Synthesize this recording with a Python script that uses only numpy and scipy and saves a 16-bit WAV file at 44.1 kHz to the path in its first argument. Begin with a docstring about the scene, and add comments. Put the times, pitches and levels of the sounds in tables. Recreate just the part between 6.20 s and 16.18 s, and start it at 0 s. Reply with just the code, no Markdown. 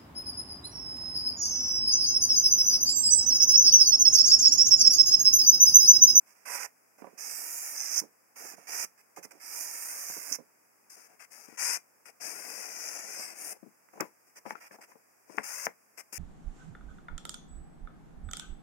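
"""In a quiet room with faint hiss and hum, fingers and a cloth sleeve brush a sheet of paper: light friction.
It is slid over a desk mat, first on the right, then on the left: fibre slips hiss and shake edge, sheet and mat.
Each slide gathers speed, glides and stops; now and then the edge catches and rasps, or jerks free with a chirp.
The sheet flaps as puffs and sinking thuds, and late on it snaps as pulses with a short ring.
The whole sound is in stereo, with little bass and a deep gap around 4 kHz."""
import sys
import numpy as np
from scipy import signal
from scipy.fft import rfft, irfft, next_fast_len
from scipy.io import wavfile
from scipy.ndimage import map_coordinates

SR = 44100
rng = np.random.default_rng(int(sys.argv[2]) if len(sys.argv) > 2 else 0)


def transcribe(signal):
    """Save signal, clipped to [-1, 1], as a 16-bit WAV file at the path in sys.argv[1]."""
    frames = np.atleast_2d(signal).T
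    limited = np.clip(frames, -1, 1)
    pcm = np.round(limited * 32767).astype(np.int16)
    wavfile.write(sys.argv[1], SR, pcm)


N = 440118

# Resonances of the paper edge. Each row: frequency in Hz, bandwidth in Hz, relative level in dB.
EDGE_MODES = [(5350, 700, -3), (6150, 900, 0), (6800, 800, -5)]


def from_db(db):
    """Decibels are logarithmic: 20 dB is a factor of ten in amplitude."""
    return 10 ** (np.asarray(db) / 20)


def rms_one(x):
    """Normalise the effective value (rms) of a signal to one."""
    return x / np.sqrt(np.mean(x ** 2) + 1e-20)


def colour(x, points):
    """Linear filtering: weight the spectrum by (Hz, dB) points joined along log frequency."""
    size = next_fast_len(x.shape[-1] + 4096)
    hz, db = np.transpose(points)
    bins = np.maximum(np.arange(size // 2 + 1) * SR / size, 1)
    gain = from_db(np.interp(np.log(bins), np.log(hz), db))
    return irfft(rfft(x, size) * gain, size)[..., :x.shape[-1]]


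def band(x, low_hz, high_hz, order=2):
    """Band-pass filtering with the maximally flat Butterworth response."""
    edges = [low_hz, min(high_hz, .45 * SR)]
    return signal.sosfilt(signal.butter(order, edges, "band", fs=SR, output="sos"), x)


def resonate(x, modes):
    """Modal superposition: damped resonators in parallel, with alternating signs."""
    out = 0
    for k, (hz, width, db) in enumerate(modes):
        radius = np.exp(-np.pi * width / SR)
        zeros = np.array([1, 0, -1]) * (1 - radius * radius) / 2
        poles = [1, -2 * radius * np.cos(2 * np.pi * hz / SR), radius * radius]
        out = out + (-1) ** k * from_db(db) * signal.lfilter(zeros, poles, x)
    return out


def drift(size, rate):
    """Slow random modulation: normal values, `rate` of them a second, joined by lines."""
    knots = rng.standard_normal(int(size * rate / SR) + 2)
    return np.interp(np.arange(size) * rate / SR, np.arange(len(knots)), knots)


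def sides(pan_db):
    """Intensity stereo: left and right gains for a level difference, at constant power."""
    gains = from_db(np.array([pan_db, -pan_db]) / 2)
    return gains / np.sqrt(np.mean(gains ** 2, axis=0))


def two_ears(size, on_left, alike, lag_s=0.000806):
    """Partial coherence: shared noise reaches the far microphone later, the rest is independent."""
    shared, own = rng.standard_normal(size), rng.standard_normal((2, size))
    share = min(abs(alike), 1)
    wander = 1 + .02 * drift(size, 3)  # the lag shifts as the hand moves
    far = map_coordinates(shared, [np.arange(size) - lag_s * SR * wander], order=3, mode="mirror")
    pair = np.array([shared, np.sign(alike) * far])  # negative alike: opposite phase
    near_first = pair[::1 if on_left else -1]
    return np.sqrt(share) * near_first + np.sqrt(1 - share) * own


def both_ports(x, pan_db, lag_s=.00075):
    """Dipole radiation: a flexing sheet reaches the far microphone later and in opposite phase."""
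    return np.array([x, -np.roll(x, int(lag_s * SR))])[::1 if pan_db > 0 else -1]


def lay_out(sounds):
    """Superposition: sum (first sample, stereo sound) pairs on the time line."""
    out = np.zeros((2, N))
    for first, sound in sounds:
        out[:, first:first + sound.shape[1]] += sound[:, :N - first]
    return out


def quiet_room(air_db):
    """Stationary noise: steady air and microphone hiss, with a faint pure hum."""
    # Spectrum of the air and microphone hiss. Each row: frequency in Hz, relative level in dB.
    air_spectrum = [(25, -30), (55, -30), (80, -13), (120, -7), (200, -1.5), (350, -1.5), (700, 0),
                    (1200, -1.5), (2400, -4.5), (5000, -6.5), (9000, -8), (16000, -8.5)]
    hum_hz, hum_db = 119, -76
    hum = from_db(hum_db) * np.sin(2 * np.pi * hum_hz * np.arange(N) / SR)
    return from_db(air_db) * rms_one(colour(rng.standard_normal((2, N)), air_spectrum)) + hum


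def touch(start, end, attack_s, release_s):
    """Contact envelope: linear attack, hold, exponential release; returned with its times."""
    first = max(int((start - attack_s / 2) * SR), 0)
    last = min(int((end + 6 * release_s) * SR), N)
    t = np.arange(first, last) / SR
    return t, np.clip((t - t[0]) / attack_s, 0, 1) * np.exp(-np.maximum(t - end, 0) / release_s)


def slips(size, per_s, spread_db, slip_s):
    """Stick-slip as a random point process: fibres catch and let go in dying bursts of force; rms 1."""
    strength = from_db(spread_db * np.clip(rng.standard_normal(size), -2, 2))
    releases = (rng.random(size) < per_s / SR) * strength
    return rms_one(signal.lfilter([1], [1, -np.exp(-1 / (slip_s * SR))], releases + 1e-9))


def desk_echo(x, delay_s, sway, strength):
    """Comb filtering: the contact moves, so its desk reflection changes delay and the colour sweeps."""
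    n = np.arange(x.shape[1])
    delay = SR * delay_s * np.exp(sway * drift(len(n), 4.84))
    return x + strength * np.array([map_coordinates(side, [n - delay], order=3) for side in x])


def patches(x, patchy_db, per_s):
    """Changing modes: the sheet's free length varies under the hand, so treble bands swell and fade."""
    size = next_fast_len(x.shape[1])
    spectrum, hz = rfft(x, size), np.arange(size // 2 + 1) * SR / size
    centres = np.linspace(4000, 16000, 11)
    out = 0
    for share in np.eye(len(centres)):  # overlapping triangular bands
        part = irfft(spectrum * np.interp(hz, centres, share), size)[:, :x.shape[1]]
        out = out + part * from_db(patchy_db * drift(x.shape[1], per_s))
    return out


def friction(t, contact, hiss, rasp, body, rub, treble_pan, flutter_db, top_db, tilt_db):
    """Sliding friction: dense fibre slips hiss, and shake the edge, the sheet and the mat under it."""
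    # Colour of the friction treble on either side of the desk.
    # Each row: frequency in Hz, relative level in dB.
    treble_left = [(2940, -11), (5000, 1.5), (5320, -1), (5650, -3.5), (6280, -6), (7060, -9.5),
                   (7580, -7.5), (7950, -8.5), (8820, -8), (9520, -7.5), (11200, -8.5), (14800, -17.5),
                   (15500, -21)]
    treble_right = [(2940, -15), (5000, -1), (5930, -4), (7730, -6.5), (8950, -3), (11400, -3.5),
                    (13100, -6), (13600, -2), (15500, -16)]
    # Broad resonances of the mat and of the sheet on it.
    # Each row: frequency in Hz, bandwidth in Hz, relative level in dB.
    mat_modes = [(262, 430, -4.5), (478, 197, 1), (715, 168, -2)]
    sheet_modes = [(875, 1090, -5.5), (1302, 440, 0.5), (2530, 1280, -2.5)]
    size, on_left = len(t), np.mean(treble_pan) > 0
    treble_pan = treble_pan + np.zeros(size)
    # sheet and mat sound further to the side than the hiss
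    body_pan = 6.5 * np.tanh(treble_pan / 2) + 0.54 * treble_pan

    grain = slips(size, per_s=16000, spread_db=3, slip_s=.0008)
    grain = grain * from_db(flutter_db * drift(size, 69.3))
    scrape = two_ears(size, on_left, alike=.3, lag_s=0.001077)
    treble = colour(scrape * grain, treble_left if on_left else treble_right)
    treble = colour(treble, [(11300, 0), (13160, top_db)])  # shelf at the top of the hiss
    treble = desk_echo(treble, delay_s=.00033, sway=.06, strength=.36)
    treble = patches(treble, patchy_db=1.7, per_s=7)
    fibres = from_db(hiss) * rms_one(band(treble, 7010, .45 * SR, order=4))

    # where the rasp stands far above the hiss, the edge sticks and slips in separate jerks
    catching = np.clip((rasp - hiss - 2.5) / 7, 0, 1)
    edge_slips = slips(size, per_s=1600, spread_db=3, slip_s=.0012)
    edge_force = two_ears(size, on_left, alike=.6, lag_s=.001) * edge_slips
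    edge = rms_one(band(resonate(edge_force, EDGE_MODES), 4600, 9000))
    glide = rms_one(band(treble, 3900, 7400, order=4))
    rasping = from_db(rasp) * (np.sqrt(catching) * edge + np.sqrt(1 - catching) * glide)

    # the sheet radiates from both faces, in opposite phase
    faces = two_ears(size, on_left, alike=-.5) * grain
    faces = desk_echo(faces, delay_s=.0021, sway=.12, strength=.35)
    pivot_hz = 1430  # the tilt in dB per octave runs an octave to either side
    faces = colour(faces, [(pivot_hz / 2, -tilt_db), (pivot_hz * 2, tilt_db)])
    sheet = from_db(body) * rms_one(band(resonate(faces, sheet_modes), 620, 5700))

    scuffs_db = 2.5 * drift(size, 45)  # uneven hand pressure makes the rub on the mat lumpy
    mat_force = two_ears(size, on_left, alike=-0.53, lag_s=0.00048) * grain
    mat = from_db(rub + scuffs_db) * rms_one(band(resonate(mat_force, mat_modes), 110, 1100))
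    treble_part = (fibres + rasping) * sides(treble_pan)
    body_part = (sheet + mat) * sides(body_pan)
    return int(t[0] * SR), contact * (treble_part + body_part)


def brush(row):
    """Light friction: a touch that swells, then fades as the cloth runs off the paper."""
    start, length_s, attack_s, hiss, body, rub, pan_db = row
    fade_db, rasp_over_hiss_db = 2.5, 1
    t, contact = touch(start, start + length_s, attack_s, release_s=.0045)
    contact = contact * from_db(-fade_db * (t - start) / length_s)
    return friction(t, contact, hiss, hiss + rasp_over_hiss_db, body, rub, pan_db,
                    flutter_db=-0.5, top_db=1.5, tilt_db=-1.0)


def room(x):
    """Diffuse reverberation: a short, exponentially dying noise tail, different at each microphone."""
    t60_s, level_db = 0.15, -14.5
    t = np.arange(SR // 2) / SR
    tail = rng.standard_normal((2, len(t))) * from_db(-60 * t / t60_s) * (t > .004)
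    tail = tail / np.sqrt(np.sum(tail ** 2) / 2)
    tail = colour(tail, [(200, -0.5), (1500, 0.0), (6000, -5.5), (15000, 1)])
    crossed = x + .5 * x[::-1]
    return from_db(level_db) * signal.fftconvolve(crossed, tail, axes=1)[:, :N]


def hand_motion(t):
    """Varying friction: swing of hiss, rasp and place about their medians; a short slide has none."""
    # Course of the three long slides, of which only the departures from the median count.
    # Each row: time in seconds, hiss level in dB, rasp level in dB, left-right difference in dB.
    long_pulls = [
        [(1.03, -47.5, -44.5, -10.5), (1.058, -44, -44.5, -8), (1.166, -42, -46, -8.5),
         (1.404, -43.5, -47.5, -4.5), (1.434, -42, -46, -5), (1.538, -43.5, -47.5, -5),
         (1.584, -45.5, -38.5, -5), (1.686, -45.5, -38.5, -11), (1.79, -39, -30.5, -9)],
        [(3.33, -44, -45.5, -6), (3.418, -39.5, -42.5, -7), (3.47, -46, -44.5, -4.5), (3.568, -44.5, -45, -6.0),
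         (3.716, -42.5, -43, -2), (3.884, -44, -46, -6), (3.892, -44, -44.5, -3), (4.02, -45.5, -47.5, -7.0),
         (4.11, -44, -43, -10.5)],
        [(6.02, -48, -45.5, 6.5), (6.068, -43, -44, 5.5), (6.192, -48, -50.5, 5.5), (6.382, -46, -45, 5),
         (6.51, -50, -47, 2.5), (6.682, -45.5, -42, 3), (6.862, -49.5, -47, 1.5), (7.022, -45, -44, -0.5),
         (7.07, -46, -48, 1)],
    ]
    for pull in long_pulls:
        s, *columns = np.transpose(pull)
        if t[0] < s.mean() < t[-1]:
            courses = [np.interp(t, s, column) for column in columns]
            return [course - np.median(course) for course in courses]
    return 0, 0, 0


def edge_catch(t):
    """Stick-slip force: as the edge digs in, the added rasp (dB) starts quickly, then rises or falls."""
    # The edge digs in just before a slide stops.
    # Each row: start in seconds, end in seconds, added rasp in dB, further change in dB.
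    catches = [(1.764, 1.806, 1, -3), (4.12, 4.166, 10, -3), (9.43, 9.47, 1, 3)]
    attack_s = 0.0034
    return sum(np.interp(t, [start, start + attack_s, end], [0, db, db + change_db])
               for start, end, db, change_db in catches if t[0] < start < t[-1])


def slide(row):
    """Speed-dependent friction: the sheet gathers speed, glides and stops; each layer follows in its share."""
    start, end, speed_up_s, slow_down_s, hiss, rasp, body, rub, pan_db, top_db, tilt_db = row
    start_drop_db, stop_drop_db = 18.5, 12  # softer by this much as it sets off and as it stops
    edge_follows, body_follows = 0.82, 0.39  # shares of the swing in dB
    catch_spreads = 0.27  # share of the added rasp that reaches the rest of the sheet
    t, contact = touch(start, end, attack_s=.008, release_s=.004)
    hiss_swing, rasp_swing, shift_db = hand_motion(t)
    setting_off = start_drop_db * np.exp(-np.maximum(t - start, 0) / speed_up_s)
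    stopping = stop_drop_db * np.exp(-np.maximum(end - t, 0) / slow_down_s)
    speed_db, catch_db = -setting_off - stopping, edge_catch(t)
    shake_db = body_follows * (speed_db + hiss_swing) + catch_spreads * (catch_db + rasp_swing)
    hiss = hiss + speed_db + hiss_swing + catch_spreads * catch_db
    rasp = rasp + edge_follows * speed_db + rasp_swing + catch_db
    end_swell_db = 9 * np.exp(-np.abs(t - end) / 0.004)  # the low rub swells briefly around the end
    return friction(t, contact, hiss, rasp, body + shake_db, rub + shake_db + end_swell_db, pan_db + shift_db,
                    flutter_db=-0.58, top_db=top_db, tilt_db=tilt_db)


def flap(row, bands_db, thud_db, rise_s, ring_s, tail_db, tail_s, thud_s, sag):
    """Damped impact: a dull puff from the sheet, with a thud that sinks as the air cushion spreads."""
    # Edges of the three bands of the puff, in Hz.
    puff_edges = [130, 450, 1100, 3600]
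    s, hz, level_db, bright_db, pan_db = row
    # 0.5 dB more upper band for each dB that a landing is harder than a typical one
    hardness_db = 0.5 * (level_db - -48)
    levels = [level_db, level_db + bright_db, level_db + bright_db + hardness_db]
    t = np.arange(SR // 5) / SR
    rise = -np.expm1(-t / rise_s)
    force = rise * (np.exp(-t / ring_s) + from_db(tail_db) * np.exp(-t / tail_s))
    puff = 0
    for k, (low, high) in enumerate(zip(puff_edges, puff_edges[1:])):
        part = band(two_ears(len(t), pan_db > 0, alike=-0.55) * force, low, high, order=3)
        puff = puff + from_db(levels[k] + bands_db[k]) * part / np.std(part, axis=1, keepdims=True)
    sinking_hz = hz * (1 + sag * (np.exp(-t / 0.01) - .35))
    phase = 2 * np.pi * np.cumsum(sinking_hz) / SR
    thud = from_db(max(levels[:2]) + thud_db) * rise * np.exp(-t / thud_s) * np.sin(phase)
    return int((s - rise_s) * SR), (puff + both_ports(thud, pan_db)) * sides(pan_db)[:, None]


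def jerk(row, gain_db, scratch_db):
    """Forced resonance: a few milliseconds of hard friction scratch and ring the paper edge."""
    s, length_s, level_db, pan_db = row
    t = np.arange(SR // 20) / SR
    force = np.exp(-np.maximum(t - length_s, 0) / .0012)
    rub = two_ears(len(t), pan_db > 0, alike=0.59, lag_s=0.00082)
    scratch = from_db(scratch_db) * rms_one(band(rub, 4300, 18000))
    chirp = rms_one(resonate(rub, EDGE_MODES)) + scratch
    return int(s * SR), from_db(level_db + gain_db) * force * chirp * sides(pan_db)[:, None]


def snap(row, crack_s, ring_db, scatter_db, scatter_s):
    """Snap-through buckling: a push-pull pulse, a short ring of the panel, and flutter across the sheet."""
    s, level_db, hz, crack_db, ring_s, pan_db = row
    t = np.arange(-SR // 200, SR // 8) / SR
    after = np.maximum(t, 0)
    crack = from_db(crack_db) * t / crack_s * np.exp(-(t / crack_s) ** 2 / 2)
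    ring = from_db(ring_db) * np.sin(2 * np.pi * hz * after) * np.exp(-after / ring_s)
    flutter = rms_one(band(two_ears(len(t), pan_db > 0, alike=-0.54), 226, 2200))
    flutter_envelope = np.exp(np.minimum(t, 0) / 0.0035 - after / scatter_s)
    flutter = from_db(scatter_db) * flutter * flutter_envelope
    buckle = both_ports(crack + ring, pan_db) + flutter
    return int((s + t[0]) * SR), from_db(level_db) * buckle * sides(pan_db)[:, None]


def scene():
    """Superposition of brushes, slides, flaps, jerks and snaps, with the room's response and its noise."""
    # Sleeve and fingers brush the sheet. Each row: start in seconds, length in seconds, attack in seconds,
    # fibre hiss in dB, sheet in dB, mat in dB, left-right difference in dB.
    brush_rows = [(0.067, 0.065, 0.029, -63, -61.5, -88, -7), (0.145, 0.19, 0.038, -69.5, -66, -82, -8),
                  (0.782, 0.039, 0.0074, -66, -61, -58, -6), (0.827, 0.18, 0.032, -76, -65.5, -66.5, -7),
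                  (1.832, .05, 0.012, -75, -70, -68, 2), (2.366, 0.13, 0.011, -62.5, -58.5, -67, -9),
                  (2.777, 0.037, 0.006, -66, -60.5, -80, -4), (2.962, 0.033, 0.0057, -54, -50.5, -66, -2),
                  (3.029, 0.026, .009, -48.5, -50, -69, -7), (3.11, 0.011, 0.0077, -53, -47.5, -58, -7),
                  (3.125, 0.07, .008, -68, -65, -62.5, -6), (4.699, 0.058, .008, -53, -59, -73, 5),
                  (4.764, 0.11, 0.0092, -58.5, -58.5, -65, 7),
                  (4.888, 0.066, 0.028, -69.5, -63.5, -67.5, 9), (4.998, 0.052, 0.016, -56, -48.5, -71, 13),
                  (5.112, .15, 0.021, -53.5, -55.5, -64.5, 11), (5.27, 0.092, 0.018, -60.5, -56, -68, 9),
                  (5.855, .048, 0.0051, -55.5, -51, -58, 12), (7.339, 0.036, .005, -67, -65, -61, 4),
                  (7.73, 0.071, .01, -69, -64, -62, 0), (7.843, .04, 0.0062, -67, -69, -69, 0),
                  (8.069, 0.035, .015, -69, -70, -77, 4), (8.162, 0.027, .02, -53, -50.5, -58, 0.5),
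                  (8.257, 0.078, 0.016, -58.5, -50, -68, 1), (8.366, .025, .007, -71, -56, -61, -0.5),
                  (8.404, .075, .01, -60, -51.5, -68, -0.5), (8.515, 0.046, .012, -61, -55.5, -58.5, 0.5),
                  (8.611, 0.038, 0.0074, -59, -51, -61.5, 0.5), (8.681, 0.055, 0.021, -67.5, -62.5, -67, 0),
                  (9.097, 0.13, 0.064, -61, -57.5, -59, 8), (9.777, 0.033, .011, -47, -44.5, -53.5, 11)]
    # The sheet slides; levels hold at full speed, before any swing. Each row: start in seconds, end in seconds,
    # time constants of speeding up and slowing down in seconds, fibre hiss in dB, edge rasp in dB, sheet in dB,
    # mat in dB, left-right difference of the hiss in dB, top of the hiss in dB, sheet tilt in dB per octave.
    slide_rows = [(0.255, 0.386, 0.063, 0.011, -33, -35, -36.5, -57, -10, -3, -3.5),
                  (0.381, 0.463, .006, 0.0011, -43, -40, -39.5, -59.5, -10, 0, -3),
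                  (0.975, 1.805, 0.0088, .002, -39.5, -41, -47.5, -61.5, -7.5, 0, 0),
                  (2.155, 2.352, 0.011, 0.019, -48, -47, -50.5, -60, -6.5, 2, -2.5),
                  (2.47, 2.652, .035, 0.0056, -37.5, -34.5, -40, -54.5, -7, 2, -0.5),
                  (3.2, 4.163, 0.05, 0.0036, -41, -42, -48, -63, -6, 0.5, -1),
                  (5.374, 5.573, 0.018, .012, -32.5, -30.5, -35.5, -55, 9.5, -6, 0.5),
                  (6.001, 7.137, 0.0058, 0.047, -45, -41.5, -46, -54.5, 7.5, 0.5, 0.5),
                  (7.142, 7.334, 0.05, 0.003, -39, -43.5, -47, -55, 6.5, -1, 2),
                  (9.23, 9.467, 0.0034, 0.0014, -43, -41.5, -44.5, -63, 8, 2.5, -2),
                  (9.924, 9.988, 0.0016, .002, -43, -43, -45, -63, 10.5, 2, 4)]
    # Sheet and hand land on the mat. Each row: time in seconds, nominal thud pitch in Hz,
    # level in dB before the band offsets, brightness in dB, left-right difference in dB.
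    flap_rows = [(0.82, 420, -45, -2, -19), (0.843, 550, -49.5, 4.5, -13), (0.868, 543, -50.5, 3, -16),
                 (0.929, 258, -57, -18, -24), (1.817, 303, -46.5, -4, -18), (1.836, 298.7, -47, -10, -24),
                 (2.249, 336, -54.5, 3, -11), (2.337, 242, -56, -6, -19), (2.382, 570, -55, 1, -17),
                 (2.489, 870, -62, 13.5, -10), (2.972, 420, -52.5, 10.5, -14), (2.983, 483, -51, -13, -15),
                 (3.048, 252, -50, -2, -16), (3.149, 397, -57, -20, -16), (3.897, 724, -49, -2, -15),
                 (3.967, 382, -48, 1, -16), (4.114, 251, -49, -11, -14), (4.186, 470, -49, -5.5, -18.5),
                 (4.2, 468, -51.5, -6, -18), (5.284, 248, -53, -8, 24), (5.325, 232, -57, -5, 25),
                 (7.429, 212, -47, -13, 34), (7.461, 240, -50, -21, 26), (7.734, 335, -62.5, 8, 9),
                 (7.756, 700, -55, -2, 7), (7.774, 357, -54.5, 5.5, 7), (7.806, 244, -30.5, -1.5, 17),
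                 (7.812, 384, -41, 5.5, 21), (7.835, 330, -55, 2, 7), (8.254, 497, -48.5, 2, 10),
                 (8.261, 220, -44, 5.5, 15), (8.319, 215, -52, 1, 12), (8.51, 514, -55, -2, 27),
                 (8.542, 484, -55, 3.5, 19), (8.586, 787, -57.5, 4, 6), (8.754, 467, -58, 0.5, 10),
                 (9.096, 373, -49, -2, 19), (9.144, 362, -52.5, -13, 18), (9.179, 236, -43.5, 10, 17),
                 (9.187, 410, -46.5, 3, 19), (9.469, 434, -44.5, -10, 24), (9.927, 410, -52.5, -2, 14)]
    # The paper edge jerks free with a short chirp. Each row: time in seconds, length in seconds,
    # level in dB before the common gain, left-right difference in dB.
    jerk_rows = [(1.797, 0.0048, -30.5, -10), (4.121, 0.0058, -35, -15), (7.8057, 0.0036, -29, 3),
                 (8.304, 0.0036, -50, 4), (8.317, .004, -58, 6), (9.169, 0.002, -47.5, 4),
                 (9.454, 0.0061, -33, 5)]
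    # The sheet buckles. Each row: time in seconds, level in dB, ring pitch in Hz,
    # crack in dB against that level, ring decay constant in seconds, left-right difference in dB.
    snap_rows = [(7.688, -58.5, 2010, 16, .003, -20), (7.802, -33, 1370, 11, .004, -15),
                 (8.308, -35, 872, 20, 0.0075, 7), (8.3545, -37.5, 1350, 8, 0.0051, 18),
                 (8.5118, -50, 1720, 14, .003, 1), (8.6188, -62, 1800, 16, .003, 5),
                 (8.7185, -49, 1020, -1, 0.0038, 14), (9.1843, -26, 1150, 20, 0.0015, 12),
                 (9.4686, -28.5, 595, 20, 0.002, 7.5)]
    slides = lay_out(slide(row) for row in slide_rows)
    brushes = lay_out(brush(row) for row in brush_rows)
    flaps = lay_out(flap(row, bands_db=[-13.5, -14, -23.5], thud_db=1, rise_s=0.000995, ring_s=0.0043,
                         tail_db=-10.5, tail_s=0.022, thud_s=0.011, sag=0.305) for row in flap_rows)
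    snaps = lay_out(snap(row, crack_s=0.0001, ring_db=2, scatter_db=-6, scatter_s=0.0078)
                    for row in snap_rows)
    jerks = lay_out(jerk(row, gain_db=1.0, scratch_db=-2.5) for row in jerk_rows)
    paper = slides + brushes + flaps + snaps + jerks
    return paper + room(paper) + quiet_room(air_db=-64.0)


def record(dry):
    """Linear filtering: little bass and a deep gap around 4 kHz are left, and the top ends steeply."""
    # Colour of the whole sound in the bass and around 4 kHz. Each row: frequency in Hz, gain in dB.
    bass_points = [(25, -15), (55, -4), (100, -18.5), (135, -11.5), (180, 0), (300, 0), (450, 0)]
    gap_points = [(2480, 0), (2800, -10.5), (3000, -22.5), (3300, -22.5), (3680, -31), (3800, -53),
                  (4330, -49.5), (4430, -29), (4680, -6), (5000, -1)]
    cutoff_hz = 15800
    shaped = colour(dry, bass_points + gap_points)
    return signal.sosfilt(signal.ellip(12, .1, 80, cutoff_hz, fs=SR, output="sos"), shaped)


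dry = scene()
out = record(dry)
transcribe(out)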